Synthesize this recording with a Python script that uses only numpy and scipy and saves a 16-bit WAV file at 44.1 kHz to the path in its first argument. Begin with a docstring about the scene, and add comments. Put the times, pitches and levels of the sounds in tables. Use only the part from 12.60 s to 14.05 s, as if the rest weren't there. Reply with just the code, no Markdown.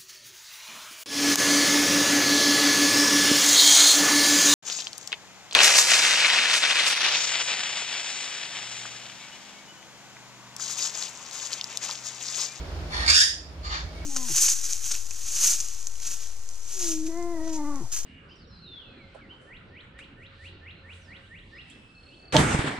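"""A cockatoo hisses close to a stereo microphone in a small room. Blown air rings in its throat: a soft
hiss swells into a harsh rasp as the beak opens, then a second soft hiss and a faint whistle follow.
Reflections off the desk and the walls drift as the head moves, over room noise, low rumble and hum.
The recorder's gain control ducks under the rasp and recovers slowly."""
import sys
import numpy as np
from scipy import signal
from scipy.fft import rfft, irfft, next_fast_len
from scipy.io import wavfile
from scipy.ndimage import uniform_filter1d, map_coordinates

SR = 44100
rng = np.random.default_rng(int(sys.argv[2]) if len(sys.argv) > 2 else 0)


def store_pcm(level_fs):
    """Save levels as 16-bit WAV."""
    pcm = np.round(np.clip(level_fs, -1, 1) * 32767).astype(np.int16)
    wavfile.write(sys.argv[1], SR, np.atleast_2d(pcm).T)


N = 63945

# The room's steady noise and its rumble. 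Each row: frequency in Hz, relative density in dB.
ROOM_NOISE_SPECTRUM = [(25, -14), (100, -1), (160, -0.5), (210, -6), (320, 0), (450, -5), (620, -4),
                       (800, -8), (1500, -12.5), (3000, -18.5), (5000, -19), (7000, -24.5), (9000, -31),
                       (11500, -36), (14800, -28), (15600, -47)]
RUMBLE_SPECTRUM = [(20, -53), (35, -54), (50, 2), (62, 0), (80, 2), (100, -20), (150, -20.5), (400, -65)]
# The rumble's swells. Each row: time in seconds, level in dB.
RUMBLE_SWELLS = [(0, -35), (.09, -41), (.22, -31.5), (.33, -41), (.4, -30), (.46, -36), (.51, -28),
                 (.58, -37.5), (.69, -39), (.92, -36), (1.001, -31.5), (1.13, -30), (1.18, -39.5),
                 (1.254, -26.5), (1.31, -43.5), (1.43, -32.5)]
# Background likeness at the two microphone ports. Each row: frequency in Hz, correlation from 0 to 1.
PORT_LIKENESS = [(60, 1), (150, 0.84), (300, 0.89), (600, 0.69), (1200, 0), (4000, 0)]
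# Hum in the room. Each row: frequency in Hz, level in dB.
HUM_TONES = [(54, -43), (161.5, -51), (619, -55.5)]

# Soft hisses. Each row: start, attack, hold and release in seconds, level in dB,
# narrowness of the beak from 0 to 1, treble gain in dB.
SOFT_HISSES = [(0.292, 0.051, 0.12, 0.053, -31.5, 0.07, 1.5), (1.027, 0.027, 0.013, 0.11, -31.5, 0.73, -5),
               (1.087, 0.032, 0.025, 0.1, -27.5, 0.45, -13), (1.314, 0.027, 0.047, .06, -50, 0.2, 7)]
# Their throat resonances. Each row: centre and width in Hz, gain in dB with the beak loose, then narrow.
HISS_THROAT = [(900, 225, 5.5, -7.5), (1214, 240, -4.5, 8), (1768, 290, 5, -4), (2200, 230, -9.5, 6),
               (3670, 280, -2, -5), (4320, 330, 1, -6), (4530, 320, -12, 15), (6670, 730, -13.5, -1),
               (9100, 900, -16.5, -17.5)]
# Broad air noise under the resonances, soft hiss and rasp. Each row: frequency in Hz, relative dB.
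HISS_AIR_SPECTRUM = [(200, -41), (600, -21), (1200, -11.5), (2700, -7), (5500, -6.5), (7500, -20.5),
                     (10300, -23), (11500, -58), (15000, -30)]
RASP_AIR_SPECTRUM = [(300, -49), (800, -29), (1400, -32), (3000, -15), (7000, -36), (10500, -23),
                     (12000, -34), (13800, -23), (14600, -30), (15600, -30)]
# Air flow of the rasp. Each row: time in seconds, level in dB.
RASP_AIRFLOW = [(.458, -58), (0.463, -19), (.474, -39), (0.477, -15.5), (.494, -17.5), (.499, -11.5),
                (.532, -13.5), (.556, -11), (0.621, -1), (0.641, -8.5), (0.676, -16.5), (.72, -25)]
# The beak during the rasp. Each row: time in seconds, opening from 0 (shut) to 1 (wide).
BEAK_OPENING = [(.48, 0), (.52, 0.12), (.555, 0.64), (.595, 0.91), (.63, 1)]
# Throat resonances of the rasp. Each row: centre in Hz with the beak shut, then wide, width in Hz,
# gain in dB shut, then wide.
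RASP_THROAT = [(1100, 1670, 210, -4.5, -7.5), (1610, 1810, 170, -3.5, -3), (2218, 3186, 240, 4, -11.5),
               (3704, 3630, 324, -2, -6.5), (4590, 4950, 330, 5.5, 2.5), (4900, 5413, 284, 2, 1),
               (5970, 6130, 630, -3.5, -7), (7390, 7090, 800, -4, -6), (9250, 9060, 450, -12.5, -12)]
# Puffs of the whistle. Each row: start, attack, hold and release in seconds, level in dB.
WHISTLE_PUFFS = [(1.24, 0.025, 0.028, .04, -58), (1.349, 0.017, .012, 0.051, -51),
                 (1.409, 0.011, 0.0086, 0.03, -49.5)]

# The small room's tail. Each row: frequency in Hz, seconds to fall by 60 dB.
ROOM_DECAY = [(200, 0.31), (1800, 0.34), (5000, 0.38), (9000, 0.33), (15000, 0.27)]
# Colour of the two microphone ports. Each row: frequency in Hz, gain in dB.
LEFT_PORT_COLOUR = [(100, -1), (400, -1.5), (3500, 2), (4150, -5.5), (4800, -5.5), (5500, -2.5), (6100, 0),
                    (6800, 2), (8000, -4), (9200, 1.5), (11000, -4.5), (15000, -6.5)]
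RIGHT_PORT_COLOUR = [(100, 1), (400, -1), (3500, 0.5), (4600, 4), (5600, 1.5), (6400, -8.5), (7400, -10.5),
                     (7900, -40), (8400, 0), (8900, -18), (9400, -47), (10000, -14), (11000, 0),
                     (11550, -38), (12300, -13), (15000, -6.5)]


def amp(db):
    """Decibels to gain."""
    return 10 ** (np.asarray(db) / 20)


def unit(x):
    """Scaled to rms 1."""
    return x / np.sqrt(np.mean(x ** 2) + 1e-20)


def along(points, hz):
    """Reads (Hz, value) points along a log frequency axis."""
    f, v = np.transpose(points)
    return np.interp(np.log(hz + 1), np.log(f + 1), v)


def clock():
    """Time of each sample in seconds."""
    return np.arange(N) / SR


def wobble(rate):
    """A smooth random curve, rate knots a second."""
    return map_coordinates(rng.standard_normal(4096), [clock() * rate], mode="wrap")


def swell(start, attack, hold, release):
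    """Attack, hold and release as a gain."""
    t = clock() - start
    return np.clip(t / attack, 0, 1) * np.clip(1 - (t - attack - hold) / release, 0, 1)


def filtered(x, response):
    """Filters x by a gain given as a function of Hz."""
    size = next_fast_len(N + SR // 2)
    return irfft(rfft(x, size) * response(np.fft.rfftfreq(size, 1 / SR)), size)[..., :N]


def stereo_noise(spectrum):
    """Steady noise, alike at both microphone ports in the bass."""
    def mid_and_side(hz):
        spread = np.arccos(np.clip(along(PORT_LIKENESS, hz), -1, 1)) / 2
        return amp(along(spectrum, hz)) * [np.cos(spread), np.sin(spread)]
    mid, side = filtered(rng.standard_normal((2, N)), mid_and_side)
    return unit(np.array([mid + side, mid - side]))


def room_tone(noise_db=-40.5):
    """The room behind the bird: steady noise, a swelling low rumble and a slightly unsteady hum."""
    hum = sum(amp(db) * unit(np.sin(2 * np.pi * hz * clock() + .5 * wobble(7.94)))
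              for hz, db in HUM_TONES)
    rumble = stereo_noise(RUMBLE_SPECTRUM)
    rumble_power = np.abs(uniform_filter1d(np.mean(rumble ** 2, axis=0), size=3000))
    even_rumble = rumble / np.sqrt(rumble_power + 1e-6)
    swells = amp(np.interp(clock(), *np.transpose(RUMBLE_SWELLS)))
    return amp(noise_db) * stereo_noise(ROOM_NOISE_SPECTRUM) + swells * even_rumble + hum


def turbulence(flutter_db=1.5, flutter_hz=328.4):
    """Air noise that comes in quick uneven spurts."""
    return unit(rng.standard_normal(N) * amp(flutter_db * np.clip(wobble(flutter_hz), -2, 1.5)))


def resonance(f, hz, width, db):
    """Power response of a steep-sided throat resonance."""
    return amp(db) ** 2 / (1 + ((f * f - hz * hz) / (np.sqrt(2) * (f + 1) * width)) ** 2) ** 2


def soft_hisses(treble_above_hz=8000):
    """Gently blown air rings in the throat; a narrow beak sharpens it."""
    hisses = np.zeros(N)
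    for *shape, level_db, narrowness, treble_db in SOFT_HISSES:
        def throat(f):
            ringing = sum(resonance(f, hz, width, loose_db + narrowness * (narrow_db - loose_db))
                          for hz, width, loose_db, narrow_db in HISS_THROAT)
            power = amp(along(HISS_AIR_SPECTRUM, f)) ** 2 + ringing
            return np.sqrt(power) * amp(treble_db * (f > treble_above_hz))
        hisses += amp(level_db) * swell(*shape) * unit(filtered(turbulence(), throat))
    return hisses


def rasp(surge_db=0.88, surge_hz=129.63):
    """Hard-blown air through throat resonances, most of which rise as the beak opens."""
    f, t, spectra = signal.stft(turbulence(), SR, nperseg=512, noverlap=384)
    f = f[:, None]
    opening = np.interp(t, *np.transpose(BEAK_OPENING))
    power = amp(along(RASP_AIR_SPECTRUM, f)) ** 2
    for shut_hz, wide_hz, width, shut_db, wide_db in RASP_THROAT:
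        hz = shut_hz + opening * (wide_hz - shut_hz)
        db = shut_db + opening * (wide_db - shut_db)
        power = power + resonance(f, hz, width, db)
    throat = np.sqrt(power / power.mean(0))  # colour only: the air flow sets the level
    air = signal.istft(spectra * throat, nperseg=512, noverlap=384)[1][:N]
    flow_db = np.interp(clock(), *np.transpose(RASP_AIRFLOW), left=-120, right=-120)
    return unit(air) * amp(flow_db + surge_db * wobble(surge_hz))


def whistle(pitch_hz=2234, waver_hz=20, flutter_db=2):
    """A thin, breathy, wavering tone in short puffs."""
    tone = np.sin(2 * np.pi * np.cumsum(pitch_hz + waver_hz * wobble(150)) / SR)
    puffs = sum(amp(db) * swell(*shape) for *shape, db in WHISTLE_PUFFS)
    return unit(tone * amp(flutter_db * wobble(180))) * puffs


def room(x, tail_db=1.5, desk_db=4, desk_t60_s=0.041):
    """What reaches the microphone: direct sound, quick reflections off the desk and the room's tail."""
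    hz, t, spectra = signal.stft(rng.standard_normal((2, SR // 2)), SR, nperseg=256)
    decay = amp(-60 * t / along(ROOM_DECAY, hz)[:, None])
    tail = signal.istft(spectra * decay, SR, nperseg=256)[1]
    desk = rng.standard_normal(tail.shape) * amp(-60 * np.arange(tail.shape[1]) / SR / desk_t60_s)
    unit_energy = lambda h: h / np.linalg.norm(h, axis=1, keepdims=True)
    response = amp(tail_db) * unit_energy(tail) + amp(desk_db) * unit_energy(desk)
    response[0, 14] += 1  # the direct sound reaches the left port 14 samples after the right
    response[1, 0] += 1
    return signal.fftconvolve(x[None], unit_energy(response), axes=1)[:, :N]


def scene(head_move_s=0.1195, whistle_send_db=-9):
    """The bird close by, its reflections drifting as its head moves; a drier whistle; room tone."""
    peep = whistle()
    bird = rasp() + soft_hisses() + amp(whistle_send_db) * peep
    pose = clock() / head_move_s  # each pose of the head has its own reflections
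    crossfades = [np.sqrt(np.clip(1 - np.abs(pose - k), 0, 1)) for k in range(int(pose[-1]) + 2)]
    return room_tone() + peep + sum(room(bird * fade) for fade in crossfades)


def gain_control(x, threshold_db=-17, attack_s=0.023, release_s=0.56, hop=64):
    """The recorder turns down quickly above the threshold and comes back slowly."""
    power = np.abs(uniform_filter1d(np.mean(x ** 2, axis=0), size=441))[::hop]
    excess_db = np.maximum(10 * np.log10(power + 1e-12) - threshold_db, 0)
    cuts_db = [0]
    for over in excess_db:
        lag_s = attack_s if over > cuts_db[-1] else release_s
        cuts_db.append(cuts_db[-1] + (over - cuts_db[-1]) * (1 - np.exp(-hop / SR / lag_s)))
    return x * amp(-np.interp(np.arange(N), np.arange(len(cuts_db)) * hop, cuts_db))


def record(dry, ceiling=.62, top_hz=15500):
    """Through the microphone's ports into the recorder: gain control, a soft ceiling, a band limit."""
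    ports = lambda hz: amp([along(LEFT_PORT_COLOUR, hz), along(RIGHT_PORT_COLOUR, hz)])
    ducked = gain_control(filtered(dry, ports))
    limited = ducked / (1 + np.abs(ducked / ceiling) ** 8) ** (1 / 8)
    return filtered(limited, lambda hz: hz < top_hz)


dry = scene()
out = record(dry)
store_pcm(out)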